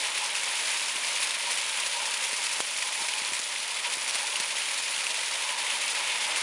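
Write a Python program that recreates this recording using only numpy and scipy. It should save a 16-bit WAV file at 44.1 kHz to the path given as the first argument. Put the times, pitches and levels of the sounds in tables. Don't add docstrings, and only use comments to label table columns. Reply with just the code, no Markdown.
import sys
import numpy as np
from scipy import signal
from scipy.fft import rfft, irfft, next_fast_len
from scipy.io import wavfile
from scipy.ndimage import uniform_filter1d

SR = 44100
rng = np.random.default_rng(int(sys.argv[2]) if len(sys.argv) > 2 else 0)


def voltage_ratio(decibels):
    exponent = np.asarray(decibels, float) / 20
    return 10 ** exponent


def wav_out(sig):
    wavfile.write(sys.argv[1], SR, np.round(np.clip(np.atleast_2d(sig).T, -1, 1) * 32767).astype(np.int16))


N = 283122


def in_time(rows):
    s, *columns = np.transpose(rows)
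    return [np.interp(np.arange(N) / SR, s, c) for c in columns]


def rms_one(x):
    return x / np.sqrt(np.mean(x ** 2) + 1e-20)


def coloured(x, spectrum):
    size = next_fast_len(N + 8192)
    hz, db = np.transpose(spectrum)
    bins_hz = np.arange(size // 2 + 1) * SR / size
    log_gain = np.log(voltage_ratio(np.interp(np.log(bins_hz + 1), np.log(hz), db)))
    cepstrum = irfft(log_gain, size)
    cepstrum[1:(size + 1) // 2] *= 2
    cepstrum[size // 2 + 1:] = 0
    return irfft(rfft(x, size) * np.exp(rfft(cepstrum)), size)[:N]


def drift(rate):
    r = np.exp(-20 * np.pi * rate / SR)
    slow = signal.lfilter([1], [1, -2 * r, r * r], rng.standard_normal(N // 10 + 5002))[5000:]
    return np.interp(np.arange(N) / 10, np.arange(len(slow)), rms_one(slow - slow.mean()))


def resonance(x, hz, width_hz):
    r = np.exp(-np.pi * width_hz / SR)
    feedback = [1, -2 * r * np.cos(2 * np.pi * hz / SR), r * r]
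    return signal.lfilter([(1 - r * r) / 2, 0, (r * r - 1) / 2], feedback, x + 1e-18)


def swells(s, db, length_s):
    t = np.arange(0, N + 64, 64)
    bells = np.exp(-.5 * ((t / SR - np.c_[s]) / np.c_[length_s + 0 * s]) ** 2)
    return np.interp(np.arange(N), t, db @ bells)


# time in seconds, load in dB, leafiness in dB (more leaf than stalk).
FEED_LOAD = [(0, 1, -1), (.35, -0.5, -1.5), (.7, 1.5, .5), (1.0, -1, -0.5), (1.2, 1.5, 0), (1.37, 0, -1.5),
             (1.55, 1, -0.5), (2.0, -.5, 0), (2.45, 0, 1.5), (3.2, -1, .5), (3.55, -2, 1), (3.85, -2, 0.5),
             (4.15, 0, 0), (4.6, -.5, 0.5), (5.5, 0.35, -.5), (5.72, 1, -1), (6.1, 2, -3), (6.42, 2.5, -3)]


def feed():
    return in_time(FEED_LOAD)


# time in seconds, stalk change in dB, leaf change in dB.
CANE_BUNCHES = [(.01, 1, 2.5), (.13, 0, -3), (.18, 3, 4), (.26, 1.5, 3), (.32, 1, -1.5), (.37, 3.5, 4.5),
                (.53, 2.5, 0.5), (.71, 2.5, 0.5), (1.07, 1, 3), (1.23, 2, 3), (1.52, 1.5, 4),
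                (2.2, 0, -3.5), (2.23, 3.5, 2.5), (2.43, 2.5, 0), (2.47, -0.5, -1), (3.02, 0.5, 2.5),
                (3.42, -2, -2), (3.79, 4.5, -0.5), (3.86, 6, -0.5), (3.93, 1.5, 3.5), (4.15, 1, 3.5),
                (4.26, -0.5, -1.5), (4.35, -1, 0.5), (5.56, -3, -4), (5.7, 4, 0), (5.92, -3, 2.5),
                (5.96, 2.5, 1.5), (6.11, 3.5, -1), (6.38, 1.5, 3.5)]


def bunches():
    s, stalk_db, leaf_db = np.transpose(CANE_BUNCHES)
    passing_s = 0.014
    return swells(s, stalk_db, passing_s), swells(s, leaf_db, passing_s)


def bites(per_s, decay_s):
    caught = rng.exponential(1, N) * (rng.random(N) < per_s / SR)
    swell = signal.lfilter([1], [1, -np.exp(-1 / (decay_s * SR))], caught)
    swell = np.log(swell + swell.mean())
    return rms_one(swell - uniform_filter1d(swell, size=3500))


def crackle(per_s, spread_db, cycles):
    sizes = voltage_ratio(spread_db * np.minimum(rng.exponential(1, N), 4.5)) * rng.choice([-1, 1], N)
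    clicks = sizes * (rng.random(N) < per_s / SR)
    pitches = np.geomspace(1200, 15000, 14)
    dealt = rng.integers(0, 14, N)
    return rms_one(sum(resonance(clicks * (dealt == k), hz, hz / cycles) for k, hz in enumerate(pitches)))


# pitch in Hz, level in dB per Hz.
STALK_COLOUR = [(200, -39.5), (700, -26), (1480, -11.5), (2140, -3), (2480, 0), (3500, -4.5), (4500, -12.5),
                (7000, -21.5), (20000, -56)]
LEAF_COLOUR = [(500, -50), (2000, -13), (3500, -0.5), (4500, 0), (6000, -2.5), (7000, -4), (9000, -7),
               (20000, -55)]
CHAFF_COLOUR = [(500, -55), (4000, -21), (6000, -11.5), (7000, -4.5), (7910, -8), (9880, 3.5),
                (10400, -4.5), (11000, -11.5), (20000, -10)]
CRUNCH_DB, LEAVES_DB = -34, -34.5
DRUM_GEAR, DRUM_PHASE = 4, 1.5


def shredding(turns, crunch_db, leaves_db):
    drum = .75 * np.cos(2 * np.pi * turns / DRUM_GEAR + DRUM_PHASE)
    shared = drum + .7 * bites(120, decay_s=.005)
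    kinds = [(crunch_db - .7, STALK_COLOUR), (leaves_db - 1.0, LEAF_COLOUR), (leaves_db - 2.5, CHAFF_COLOUR)]
    layers = 0
    for level_db, colour in kinds:
        bite_db = shared + 0.98 * bites(70, decay_s=0.0065)
        cracks = crackle(2500 * voltage_ratio(2.0 * bite_db), spread_db=3.5, cycles=1.37)
        noise = voltage_ratio(bite_db) * rng.standard_normal(N) + voltage_ratio(-4.0) * cracks
        layers = layers + voltage_ratio(level_db) * rms_one(coloured(noise, colour))
    return layers


# time in seconds, peak in dB, pitch in Hz.
HOLLOW_POPS = [(0.155, -15, 2480), (.1771, -14, 2680), (.2523, -15, 3000), (0.3522, -10, 2610),
               (.49, -17, 2760), (.5965, -13, 3440), (1.046, -15, 2970), (1.3075, -8, 3700),
               (1.7726, -18, 3060), (2.294, -16, 4600), (2.4922, -16, 2450), (3.1363, -12, 2980),
               (3.2482, -11, 4270), (4.155, -10, 4330), (4.357, -10, 2900), (4.568, -10, 3120),
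               (4.619, -12, 2820), (4.6565, -14, 2980), (4.963, -12, 3240), (5.067, -9.5, 2660),
               (5.699, -14, 3000), (5.757, -14, 2360), (5.879, -11, 2670), (5.953, -18, 2470),
               (6.0734, -12.5, 3030), (6.0983, -14, 2860), (6.2484, -15, 3360), (6.266, -16, 2580),
               (6.307, -15, 3300), (6.36, -10, 3000)]
DRY_SPLITS = [(0.4336, -13.5, 2230), (.796, -15.5, 2820), (0.883, -14, 2560), (0.958, -16, 2540),
              (1.5742, -13.5, 2700), (1.7988, -14, 3570), (1.8617, -13, 4270), (2.0552, -13, 2810),
              (2.138, -14, 5030), (2.2382, -16.5, 2240), (2.33, -15.5, 2050), (2.466, -15, 2560),
              (2.603, -10.5, 2730), (2.786, -16, 2570), (2.823, -11, 2450), (3.0847, -13, 2360),
              (3.182, -15, 2510), (3.3337, -12, 5650), (3.391, -12.5, 3660), (3.4156, -15, 4450),
              (4.0777, -14.5, 2400), (4.0945, -14, 2860), (4.2294, -15.5, 4370), (4.269, -14, 4470),
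              (4.3992, -11, 3520), (4.7088, -14.5, 2840), (4.777, -13.5, 4070), (4.9783, -15, 2800),
              (6.118, -18, 2480), (6.2103, -16, 3630)]
POP_SPLINTER_DB, SPLIT_SPLINTER_DB, TWIG_SPLINTER_DB = 5.1, 10, 7
AFTER_S, AFTER_DB, AFTER_OCTAVES = .006, -4, 0.24
TWIG_COUNT, TWIG_DB, TWIG_SPREAD_DB = 110, -21.5, 6.5
TWIG_LOW_HZ, TWIG_OCTAVES = 2050, 1


def breaks():
    rows = [(*row, POP_SPLINTER_DB) for row in HOLLOW_POPS]
    for s, db, hz in DRY_SPLITS:
        late, bend = rng.random(2)
        second_hz = hz * 2 ** (AFTER_OCTAVES * (2 * bend - 1))
        rows.append((s, db, hz, SPLIT_SPLINTER_DB))
        rows.append((s + AFTER_S * (.5 + late), db + AFTER_DB, second_hz, SPLIT_SPLINTER_DB))
    for when, size, pitch in rng.random((TWIG_COUNT, 3)):
        twig_db = TWIG_DB + TWIG_SPREAD_DB * (2 * size - 1)
        twig_hz = TWIG_LOW_HZ * 2 ** (TWIG_OCTAVES * pitch ** 2)
        rows.append((when * N / SR, twig_db, twig_hz, TWIG_SPLINTER_DB))
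    return rows


def snaps():
    out = np.zeros(N + 900)
    t = np.arange(900) / SR
    giving = np.clip(t / .001, 0, 1) ** 2
    for s, db, hz, splinter_db in breaks():
        ring = np.sin(2 * np.pi * hz * t) * np.exp(-t * hz / 3.52)
        fading = 0.22 * np.exp(-t / 0.00072) + 0.12 * np.exp(-t / 0.007)
        splinter = rng.standard_normal(900) * fading
        out[round(s * SR):][:900] += voltage_ratio(db - 8.5) * giving * (ring + voltage_ratio(splinter_db) * splinter)
    return coloured(out[:N], [(300, -31.5), (1800, 6.0), (9800, 6.5), (10500, 0), (20000, 1)])


# time in seconds, peak in dB, direction of the push (+ or -).
BLADE_TICKS = [(0.2623, -13, -1), (0.368, -15.4, -1), (0.4916, -12.3, -1), (0.5239, -14.4, -1),
               (0.6095, -15.4, 1), (1.0594, -16, 1), (1.231, -11, 1), (1.3084, -15, -1), (1.574, -14.7, 1),
               (1.7541, -15.6, 1), (1.925, -13, -1), (2.1384, -11.5, -1), (2.1803, -15.2, 1),
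               (2.2387, -18, 1), (2.3312, -15.7, -1), (2.4682, -11, -1), (3.0217, -12, -1),
               (3.085, -12, -1), (3.3356, -15.3, -1), (3.9379, -12, -1), (4.1097, -8, -1),
               (4.1565, -17, -1), (4.4021, -12.6, 1), (4.618, -16, 1), (4.7038, -18, -1),
               (5.0674, -14.4, -1), (5.6993, -15.3, -1), (6.1217, -17, -1), (6.2489, -15.6, -1),
               (6.3749, -17, 1)]
# pitch in Hz, level in dB.
BLADE_COLOUR = [(300, -21), (1200, -6), (2900, 0), (5500, 0), (8200, -9), (9600, -4), (11000, -12),
                (20000, -28)]
SMALL_TICKS_PER_S, SMALL_TICK_DB = 45, -25


def ticks():
    sizes = voltage_ratio(SMALL_TICK_DB + 3.0 * rng.standard_normal(N)) * rng.choice([-1, 1], N)
    clicks = sizes * (rng.random(N) < SMALL_TICKS_PER_S / SR)
    s, db, push = np.transpose(BLADE_TICKS)
    clicks[(s * SR).astype(int)] = voltage_ratio(db) * np.sign(push)
    return voltage_ratio(6) * coloured(clicks, BLADE_COLOUR)


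# time in seconds, shaft turns per second.
SHAFT_SPEED = [
    (0, 46.7),
    (1.2, 46.9),
    (2.2, 47.5),
    (3.6, 48.6),
    (6.42, 48.7),
]


def shaft_turns():
    return np.cumsum(in_time(SHAFT_SPEED)[0]) / SR


# multiple of the shaft speed, level in dB rms.
HUM_ORDERS = [(1, -88), (2, -84), (3, -85), (4, -74), (5, -72.5), (6, -71.5), (12, -68)]
# pitch in Hz, level in dB per Hz.
ROAR_COLOUR = [(30, -42), (122, -35), (238, -22.5), (353, -19), (565, -8), (741, -11.5), (925, -7),
               (1150, -7), (1500, -8.5), (2200, -5), (4000, -26), (20000, -75)]
ROAR_DB, ROAR_FOLLOWS_LOAD, ROAR_FOLLOWS_LEAVES = -42.5, 0.62, 0.47


def engine(turns, load_db, leaves):
    hum = 0
    for k, db in HUM_ORDERS:
        wavering = voltage_ratio(db + 2.0 + 0.9 * drift(2.6))
        hum = hum + wavering * np.sin(2 * np.pi * k * turns + 1.16 * drift(3.7))
    roar_db = ROAR_DB + ROAR_FOLLOWS_LOAD * load_db + ROAR_FOLLOWS_LEAVES * leaves
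    firing = voltage_ratio(0.5 * np.cos(np.pi * turns) + drift(30))
    return hum + voltage_ratio(roar_db + 2.5) * rms_one(coloured(firing * rng.standard_normal(N), ROAR_COLOUR))


# pitch in Hz, width in Hz, level in dB.
PANEL_MODES = [(825, 20, -6), (865, 60, -3), (912, 22, -1), (955, 20, 0), (1000, 18, -3), (1049, 18, -4),
               (585, 50, -9)]
# time in seconds, ring change in dB, length in seconds.
FRAME_JOLTS = [(0.063, 8, .04), (.18, -2, .015), (0.24, 18, 0.025), (.37, 0, .02), (0.538, 9, .03),
               (.66, -6, 0.019), (0.713, 14, 0.025), (.86, 2, .02), (1.07, 3, 0.018), (1.23, 4, 0.017),
               (1.487, 17, 0.011), (1.788, 8, 0.041), (2, 17, 0.068), (2.244, 3, 0.025), (2.362, 6, .04),
               (2.52, 4, 0.023), (2.87, 10, 0.024), (3, 10, 0.027), (3.2, 8.5, 0.12), (3.426, -18, .03),
               (3.808, -15, .02), (3.863, 16, 0.014), (4.237, 12, 0.02), (4.374, 11.5, .06),
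               (5.496, 10, 0.082), (5.596, 11, 0.012), (5.723, 6, 0.043), (6.013, 15, 0.047),
               (6.14, 12, .04), (6.29, 17, 0.035)]
RING_DB, RING_FOLLOWS_LOAD = -49, 0.5


def panels(load_db):
    modes = 0
    for hz, width, db in PANEL_MODES:
        shaken = resonance(resonance(rng.standard_normal(N), hz, width), hz, 2 * width)
        modes = modes + voltage_ratio(db + 1.6 * drift(4.5)) * rms_one(shaken)
    ring_db = RING_DB + RING_FOLLOWS_LOAD * load_db + swells(*np.transpose(FRAME_JOLTS))
    return voltage_ratio(0.56 * ring_db - 20.5) * rms_one(modes)


# time in seconds, peak in dB, length in milliseconds, first push (+ or -).
CHIP_TAPS = [(0.9584, -42, 2.1, -1), (2.3309, -39, 1.8, -1), (2.604, -22, 0.96, 1), (3.0046, -51, 3, -1),
             (3.0203, -41, 2.2, -1), (3.2173, -47, 3.7, -1), (3.32, -39, 2.2, -1), (3.397, -38.5, 1.6, -1),
             (3.971, -39, 1.7, -1), (4.152, -47, 2.7, 1), (4.401, -41, 2.7, 1)]


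def taps():
    out = np.zeros(N + 400)
    for s, db, ms, sign in CHIP_TAPS:
        phase = np.arange(400) / SR / (ms / 1000) - .75
        push = 3.14 * phase * np.exp(-(phase / 0.41) ** 4)
        out[round(s * SR) - 20:][:400] -= np.sign(sign) * voltage_ratio(db + 6.0) * push
    return signal.sosfilt(signal.butter(2, 110., "high", fs=SR, output="sos"), out[:N])


DUCK_ABOVE_DB, DUCK_SHARE, DUCK_RELEASE_S = -42.5, 0.12, 0.25


def ducking():
    t = np.arange(N) / SR - .006
    over_db = 0
    for s, db, *_ in CHIP_TAPS:
        recovery = (t > s) * np.exp(-np.maximum(t - s, 0) / DUCK_RELEASE_S)
        over_db = over_db + max(db - DUCK_ABOVE_DB, 0) * recovery
    return voltage_ratio(-DUCK_SHARE * uniform_filter1d(over_db, size=200))


def scene():
    turns = shaft_turns()
    load_db, leafy_db = feed()
    stalks, leaves = bunches()
    crunch_db = CRUNCH_DB + load_db + stalks
    leaves_db = LEAVES_DB + load_db + leafy_db + leaves
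    machine = shredding(turns, crunch_db, leaves_db) + engine(turns, load_db, leaves) + panels(load_db)
    return ((machine + snaps() + ticks()) * ducking() + taps())[None]


def top_cut(x):
    return signal.sosfilt(signal.butter(12, 15500, fs=SR, output="sos"), x)


# pitch in Hz, level in dB.
COPY_COLOUR = [(9000, -95), (10950, -77), (11000, -29), (11700, -28), (13000, -23.5), (13800, -20.5),
               (14200, -24), (14450, -36), (15000, -80)]
BAND_EDGE_HZ, COPY_SHIFT_HZ, PATCHY_BELOW_HZ = 11000, 3960, 11720


def record(dry):
    spectrum = rfft(dry[0])
    hz = np.arange(N // 2 + 1) * SR / N
    shifted = irfft(np.roll(spectrum, round(COPY_SHIFT_HZ * N / SR)), N)
    copy = rfft(coloured(shifted, COPY_COLOUR))
    kept = np.clip(30 * (drift(9) + .55), 0, 1)
    patchy = kept * irfft(copy * (hz < PATCHY_BELOW_HZ), N) * voltage_ratio(3.5)
    steady = irfft(spectrum * (hz < BAND_EDGE_HZ) + copy * (hz >= PATCHY_BELOW_HZ), N)
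    return top_cut((steady + patchy)[None])


dry = scene()
out = record(dry)
wav_out(out)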